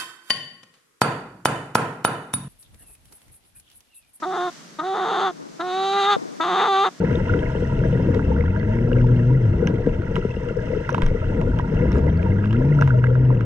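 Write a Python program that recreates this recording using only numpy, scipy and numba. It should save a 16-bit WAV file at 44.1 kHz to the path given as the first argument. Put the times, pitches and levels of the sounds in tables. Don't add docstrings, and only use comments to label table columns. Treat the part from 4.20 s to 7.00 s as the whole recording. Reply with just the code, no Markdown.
import sys
import numpy as np
from scipy import signal
from scipy.fft import rfft, irfft, next_fast_len
from scipy.io import wavfile
from scipy.ndimage import uniform_filter1d
from numba import njit

SR = 44100
rng = np.random.default_rng(int(sys.argv[2]) if len(sys.argv) > 2 else 0)


def bounce(signal):
    frames = np.transpose(np.atleast_2d(signal))
    limited = np.clip(frames, -1, 1)
    pcm = np.round(limited * 32767).astype(np.int16)
    wavfile.write(sys.argv[1], SR, pcm)


N = 123479
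T = np.arange(N) / SR


def undb(db):
    return 10 ** (np.asarray(db) / 20)


def curve(rows, axis=1):
    rows = np.array(rows)
    return np.interp(T, rows[:, 0], rows[:, axis])


def over_hz(points, f):
    points = np.array(points)
    return np.interp(np.log(f + 1), np.log(points[:, 0]), points[:, 1])


def unit(x):
    return x / np.sqrt(np.mean(x ** 2))


def colour(x, points):
    size = 4096
    f = np.arange(size // 2 + 1) * SR / size
    cepstrum = irfft(np.log(undb(over_hz(points, f))))
    cepstrum[1:size // 2] *= 2
    cepstrum[size // 2 + 1:] = 0
    impulse_response = irfft(np.exp(rfft(cepstrum)))
    return signal.fftconvolve(x, impulse_response)[:N]


def cut(x, hz, kind):
    sections = signal.butter(6, hz, kind, fs=SR, output="sos")
    return signal.sosfiltfilt(sections, x)


@njit
def resonance(x, hz, width):
    y, band, low = np.empty(len(x)), 0., 0.
    for i in range(len(x)):
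        g = np.tan(np.pi * hz[i] / SR)
        damping = width / hz[i]
        v = (band + g * (x[i] - low)) / (1 + g * (g + damping))
        band = 2 * v - band
        low = low + 2 * g * v
        y[i] = damping * v
    return y


def fixed_resonance(x, hz, width):
    return resonance(x, np.full(N, float(hz)), float(width))


def wide_noise(points, likeness):
    mid, side = (unit(colour(rng.standard_normal(N), points)) for _ in range(2))
    c = np.clip(likeness, -.9, .95)
    return mid + np.sqrt((1 - c) / (1 + c)) * side * np.array([[1], [-1]])


# (frequency [Hz], relative density [dB])
AIR_SPECTRUM = [(350, -38.5), (600, -7.5), (1160, -2), (1680, -3.5), (2700, -9.5), (6100, -6.5),
                (14000, -30)]
# (time [s], level [dB])
HISS_LEVEL = [(0, -52), (.35, -47.5), (.6, -52.5), (1.25, -53), (1.7, -49), (2.8, -51.5)]
# (frequency [Hz], relative density [dB])
RUMBLE_SPECTRUM = [(30, -23), (112, -27), (150, 3), (280, -1.5), (400, -7), (700, -12), (1200, -59)]
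RUMBLE_DB = -50


def outdoors():
    hiss = wide_noise(AIR_SPECTRUM, likeness=.1) * undb(curve(HISS_LEVEL))
    rumble = wide_noise(RUMBLE_SPECTRUM, likeness=.45) * undb(RUMBLE_DB)
    return hiss + rumble


# (time [s], strength [0-1])
VOICE_BREAKS = [(.128, .6), (.165, 1), (.752, .8), (.771, .85), (.796, .5), (.857, .9), (.871, .8),
                (.886, .9), (.905, .95), (.939, .9), (.949, .9), (.963, .7), (1.003, .85), (2.246, .5),
                (2.29, .45), (2.36, .95), (2.406, 1), (2.444, 1), (2.456, .8), (2.468, .9), (2.65, .85)]
BREAK_S = .0105


def breaking():
    bumps = [strength * np.exp(-((T - at) / BREAK_S) ** 2) for at, strength in VOICE_BREAKS]
    return np.max(bumps, axis=0)


FLUTTER_PER_S = 55


def waver():
    knots = rng.standard_normal(int(N / SR * FLUTTER_PER_S) + 2)
    return np.interp(T * FLUTTER_PER_S, np.arange(len(knots)), knots)


WOBBLE, RASP_WOBBLE = .003, .07
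JITTER, SLIP, SHIMMER_DB = .075, .1, 2.5
ALTERNATE_LAG, ALTERNATE_DB = .078, 5
BEAT_PER_CYCLE, BEAT_DRIFT, BEAT_LAG, BEAT_DB = .26, .11, .16, 5
SOFT_AIR_DB = 6.5
# (frequency [Hz], gain [dB])
PUFF_AIR_SPECTRUM = [(300, -31), (700, -25), (1350, -12), (3600, -11), (9000, -20)]


def syrinx(hz, rasp, alternation, soft):
    cycles = np.cumsum(hz * (1 + (WOBBLE + RASP_WOBBLE * rasp) * waver())) / SR
    alternation = alternation * (1 + .5 * waver())
    k = np.arange(int(cycles[-1]))
    chance = rng.standard_normal((N // 64, 4))[:len(k)].T
    rough, paired = (np.interp(k, cycles, np.clip(v, 0, 1)) for v in (rasp, alternation))
    paired = paired * (-1.) ** k
    beat = rough * np.sin(2 * np.pi * np.cumsum(BEAT_PER_CYCLE + BEAT_DRIFT * chance[3]))

    late = JITTER * rough * chance[0] + SLIP * np.cumsum(rough * chance[1])
    late = late + ALTERNATE_LAG * paired + BEAT_LAG * beat
    at = np.interp(k + late, cycles, np.arange(N))
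    size = undb(SHIMMER_DB * rough * chance[2] - ALTERNATE_DB * paired + BEAT_DB * beat)

    taps = at.astype(int)[:, None] + np.arange(-7, 9)
    off = taps - at[:, None]
    shape = np.sinc(off) * np.cos(np.pi * off / 16) ** 2
    puffs = np.bincount(np.clip(taps, 0, N - 1).ravel(), (size[:, None] * shape).ravel(), N)

    since = np.interp(np.arange(N), np.sort(at), k) % 1
    air = unit(rng.standard_normal(N) * np.exp(-since / .2))
    return unit(puffs) + colour(air, PUFF_AIR_SPECTRUM) * undb(SOFT_AIR_DB * soft)


SMEAR_HZ, SMEAR_WIDTH_HZ = (900, 1350), 380


def smear(x):
    for hz in SMEAR_HZ:
        x = x - 2 * fixed_resonance(x, hz, SMEAR_WIDTH_HZ)
    return x


FLUTTER_BAND_HZ, FLUTTER_DB = 400, 3.2


def flicker(x):
    for hz in FLUTTER_BAND_HZ * np.arange(3, 12):
        gain = undb(FLUTTER_DB * waver())
        x = x + (gain - 1) * fixed_resonance(x, hz, FLUTTER_BAND_HZ / 2)
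    return x


REGISTER_HZ = (815, 2330)
# (frequency [Hz], gain [dB])
TRACT_RESPONSE = [(110, -46.5), (175, -1), (260, -12.5), (370, -0.5), (600, -11.5), (750, 5), (880, 1.5),
                  (1100, 0), (1280, 1), (1420, -4), (1630, -8), (2000, -13), (2300, -20), (2800, -21.5),
                  (4600, -28), (5300, -45), (6400, -36), (7500, -40), (14000, -70)]
# (time [s], frequency [Hz])
THROAT_RESONANCE = [(0, 1270), (1.05, 1307), (1.42, 1320), (1.92, 1355), (2.3, 1166), (2.65, 1240)]
THROAT_WIDTH_HZ, THROAT_DB = 160, 0
HOLLOW_HZ, HOLLOW_WIDTH_HZ, HOLLOW_DB = 2500, 1300, -7
# (time [s], frequency [Hz])
BEAK_RESONANCE = [(0, 3610), (.7, 3680), (1.1, 3530), (1.4, 3826), (1.8, 3805), (1.94, 3570), (2.2, 3600),
                  (2.65, 3666)]
BEAK_WIDTH_HZ, BEAK_DB = 210, 16
OVERTONE_HZ, OVERTONE_WIDTH_HZ, OVERTONE_DB = 6330, 260, 6.5


def tract(puffs, soft):
    voice = flicker(smear(colour(puffs, TRACT_RESPONSE)))
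    voice = voice + undb(THROAT_DB) * resonance(voice, curve(THROAT_RESONANCE), float(THROAT_WIDTH_HZ))
    hollow = undb(HOLLOW_DB * soft) - 1
    voice = voice + hollow * fixed_resonance(voice, HOLLOW_HZ, HOLLOW_WIDTH_HZ)
    treble = cut(voice, REGISTER_HZ[1], "high")
    beak = undb(BEAK_DB) * resonance(treble, curve(BEAK_RESONANCE), float(BEAK_WIDTH_HZ))
    overtone = undb(OVERTONE_DB) * fixed_resonance(treble, OVERTONE_HZ, OVERTONE_WIDTH_HZ)
    return voice + beak + overtone


BREAK_RISE, BREAK_RASP = .28, .42
BREAK_DB = (-5, 2, 0)
ECHO_S, ECHO_DB = .0035, -25
ATTACK_S, RELEASE_S = .0098, .004


def call(pitch, levels, rasp, soft, broken):
    hz = curve(pitch) * (1 + BREAK_RISE * broken ** 2)
    puffs = syrinx(hz, curve(rasp) + BREAK_RASP * broken, curve(rasp, axis=2), soft)
    voice = tract(puffs, soft)
    voice = voice + undb(ECHO_DB) * np.interp(T - ECHO_S, T, voice)

    body, lower = (cut(voice, edge, "low") for edge in REGISTER_HZ)
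    out = 0
    for k, band in enumerate((body, lower - body, voice - lower)):
        power = uniform_filter1d(uniform_filter1d(band ** 2, size=500), size=500)
        even = band / np.sqrt(np.abs(power) + 1e-12)
        out = out + even * undb(curve(levels, axis=k + 1) + BREAK_DB[k] * broken)
    rise = np.clip(.5 + (T - levels[0][0]) / ATTACK_S, 0, 1)
    fall = np.clip(1.5 - (T - levels[-1][0]) / RELEASE_S, 0, 1)
    return out * rise * fall


# (time [s], frequency [Hz])
CALL_PITCH = [
    [(.025, 317.6), (.047, 299.4), (.062, 374.2), (.1, 371), (.137, 358.3), (.2, 360), (.259, 364),
     (.3, 340.4)],
    [(.59, 308.7), (.612, 311.2), (.635, 357.6), (.662, 375.6), (.7, 385), (.8, 371.4), (.93, 379.7),
     (.98, 356.4), (1.04, 390.8), (1.11, 353.3)],
    [(1.395, 337), (1.412, 332.4), (1.433, 362.8), (1.5, 366), (1.573, 380.9), (1.7, 390.5), (1.771, 399.2),
     (1.86, 399), (1.913, 416.8), (1.96, 385.5)],
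    [(2.205, 323.8), (2.23, 330.8), (2.29, 360.7), (2.385, 374), (2.42, 400.7), (2.491, 393.5),
     (2.551, 383), (2.635, 396), (2.69, 377)],
]
# (time [s], body [dB], middle [dB], treble [dB])
CALL_LEVELS = [
    [(0.025, -27, -23.5, -51), (0.043, -36, -26, -39.5), (0.059, -28, -36, -58), (0.071, -25.5, -38, -48),
     (0.093, -26.5, -40, -52), (0.137, -26, -30.5, -44.5), (0.211, -25.5, -30, -40.5),
     (0.283, -26, -31, -44), (0.297, -35, -36.5, -48)],
    [(0.59, -25.5, -26, -39), (0.604, -36, -23.5, -41), (0.618, -33.5, -33, -63), (0.65, -27, -36, -43.5),
     (0.732, -24, -36.5, -43.5), (0.748, -25, -29.5, -42), (0.95, -23.5, -27.5, -35.5),
     (1.078, -25, -23.5, -34), (1.108, -30, -37.5, -49)],
    [(1.397, -25.5, -30, -53), (1.411, -31.5, -25.5, -35.5), (1.431, -28.5, -35.5, -52.5),
     (1.503, -27, -35, -38.5), (1.594, -24, -31.5, -35), (1.712, -23.5, -32, -31.5), (1.775, -22, -23, -32),
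     (1.845, -23, -26, -27.5), (1.895, -25, -17.5, -28.5), (1.934, -23.5, -19.5, -24.5),
     (1.957, -29, -27.5, -37.5)],
    [(2.204, -19, -14.5, -55), (2.21, -31, -21, -31), (2.262, -26, -26, -37), (2.428, -21, -21.5, -28),
     (2.452, -24, -21.5, -33.5), (2.488, -22, -23.5, -32), (2.632, -21.5, -20, -31),
     (2.67, -23, -21.5, -30), (2.686, -27.5, -30, -44)],
]
# (time [s], rasp [0-1], strong-weak alternation [0-1])
CALL_RASP = [
    [(.025, .05, 0), (.115, .06, .02), (.145, .3, .2), (.18, .05, .03), (.21, .07, .1), (.25, .04, .02)],
    [(.6, .04, 0), (.62, .2, 0), (.655, .04, .03), (.735, .04, .03), (.755, .35, .3), (.82, .1, .27),
     (.89, .45, .3), (1.03, .17, .3), (1.1, .05, .12)],
    [(1.4, .08, 0), (1.44, .02, .08), (1.56, .02, .03), (1.595, .02, .25), (1.62, .02, .02),
     (1.645, .02, .18), (1.67, .02, .02), (1.72, .02, .03), (1.74, .05, .25), (1.82, .04, .06),
     (1.9, .05, .33), (1.95, .05, .2)],
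    [(2.225, .05, 0), (2.25, .17, .28), (2.335, .13, .4), (2.465, .15, .4), (2.485, .015, .02),
     (2.63, .015, .08), (2.67, .14, .35)],
]
CALL_SOFTNESS = (1, 1, .2, 0)
# (frequency [Hz], left minus right [dB])
HEN_LEVEL_DIFFERENCE = [(200, -1), (520, -3), (640, 0), (760, -2), (1000, 1.5), (1250, 3.5), (1450, 2),
                        (1900, 5), (2900, 0), (9000, -2)]
# (frequency [Hz], lead of the left [rad])
HEN_PHASE_LEAD = [(450, -.05), (600, .4), (950, .75), (1300, .45), (1700, .7), (2600, -.1), (6400, .7)]
YARD_DB, YARD_T60_S = -17, .08


def hen():
    broken = breaking()
    calls = zip(CALL_PITCH, CALL_LEVELS, CALL_RASP, CALL_SOFTNESS)
    voice = sum(call(*settings, broken) for settings in calls)

    size = next_fast_len(N + 2048)
    f = np.arange(size // 2 + 1) * SR / size
    lean = undb(over_hz(HEN_LEVEL_DIFFERENCE, f) / 2) * np.exp(.5j * over_hz(HEN_PHASE_LEAD, f))
    spectrum = rfft(voice, size)
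    direct = np.array([irfft(spectrum * gain, size)[:N] for gain in (lean, 1 / lean)])

    tail = rng.standard_normal((2, N)) * 1000 ** (-T / YARD_T60_S) * (T > .002)
    scatter = np.array([signal.fftconvolve(voice, h / np.linalg.norm(h))[:N] for h in tail])
    return direct + undb(YARD_DB) * scatter


# (frequency [Hz], relative level [dB], 60 dB decay time [s])
CASE_MODES = [(190, -3, .014), (480, 0, .017), (1300, -22, .015)]
KNOCK_S, KNOCK_RISE_S, KNOCK_DB = 1.9652, .0015, -1
# (frequency [Hz], relative density [dB])
RUB_SPECTRUM = [(40, -26), (100, -37.5), (150, -10), (280, 1.5), (1400, -18.5), (5000, -60)]
# (time [s], level [dB])
RUB_LEVEL = [(.8, -58), (1.06, -33), (1.15, -43.5), (1.22, -33), (1.32, -43), (1.6, -37), (1.955, -57),
             (1.975, -28), (2.12, -35), (2.2, -37.5), (2.27, -57)]
CASE_RIGHT = -.61


def handling():
    age = np.maximum(T - KNOCK_S, 0)
    ring = sum(undb(db - 60 * age / t60) * np.sin(2 * np.pi * hz * age) for hz, db, t60 in CASE_MODES)
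    knock = cut(ring * np.minimum(age / KNOCK_RISE_S, 1), 116, "high") * undb(KNOCK_DB)
    rub = unit(colour(rng.standard_normal(N), RUB_SPECTRUM)) * undb(curve(RUB_LEVEL))
    return (knock + rub) * np.array([[1], [CASE_RIGHT]])


def scene():
    return outdoors() + hen() + handling()


TOP_HZ = 14000


def record(dry):
    sections = signal.ellip(8, .2, 70, TOP_HZ, fs=SR, output="sos")
    return signal.sosfilt(sections, dry)


dry = scene()
out = record(dry)
bounce(out)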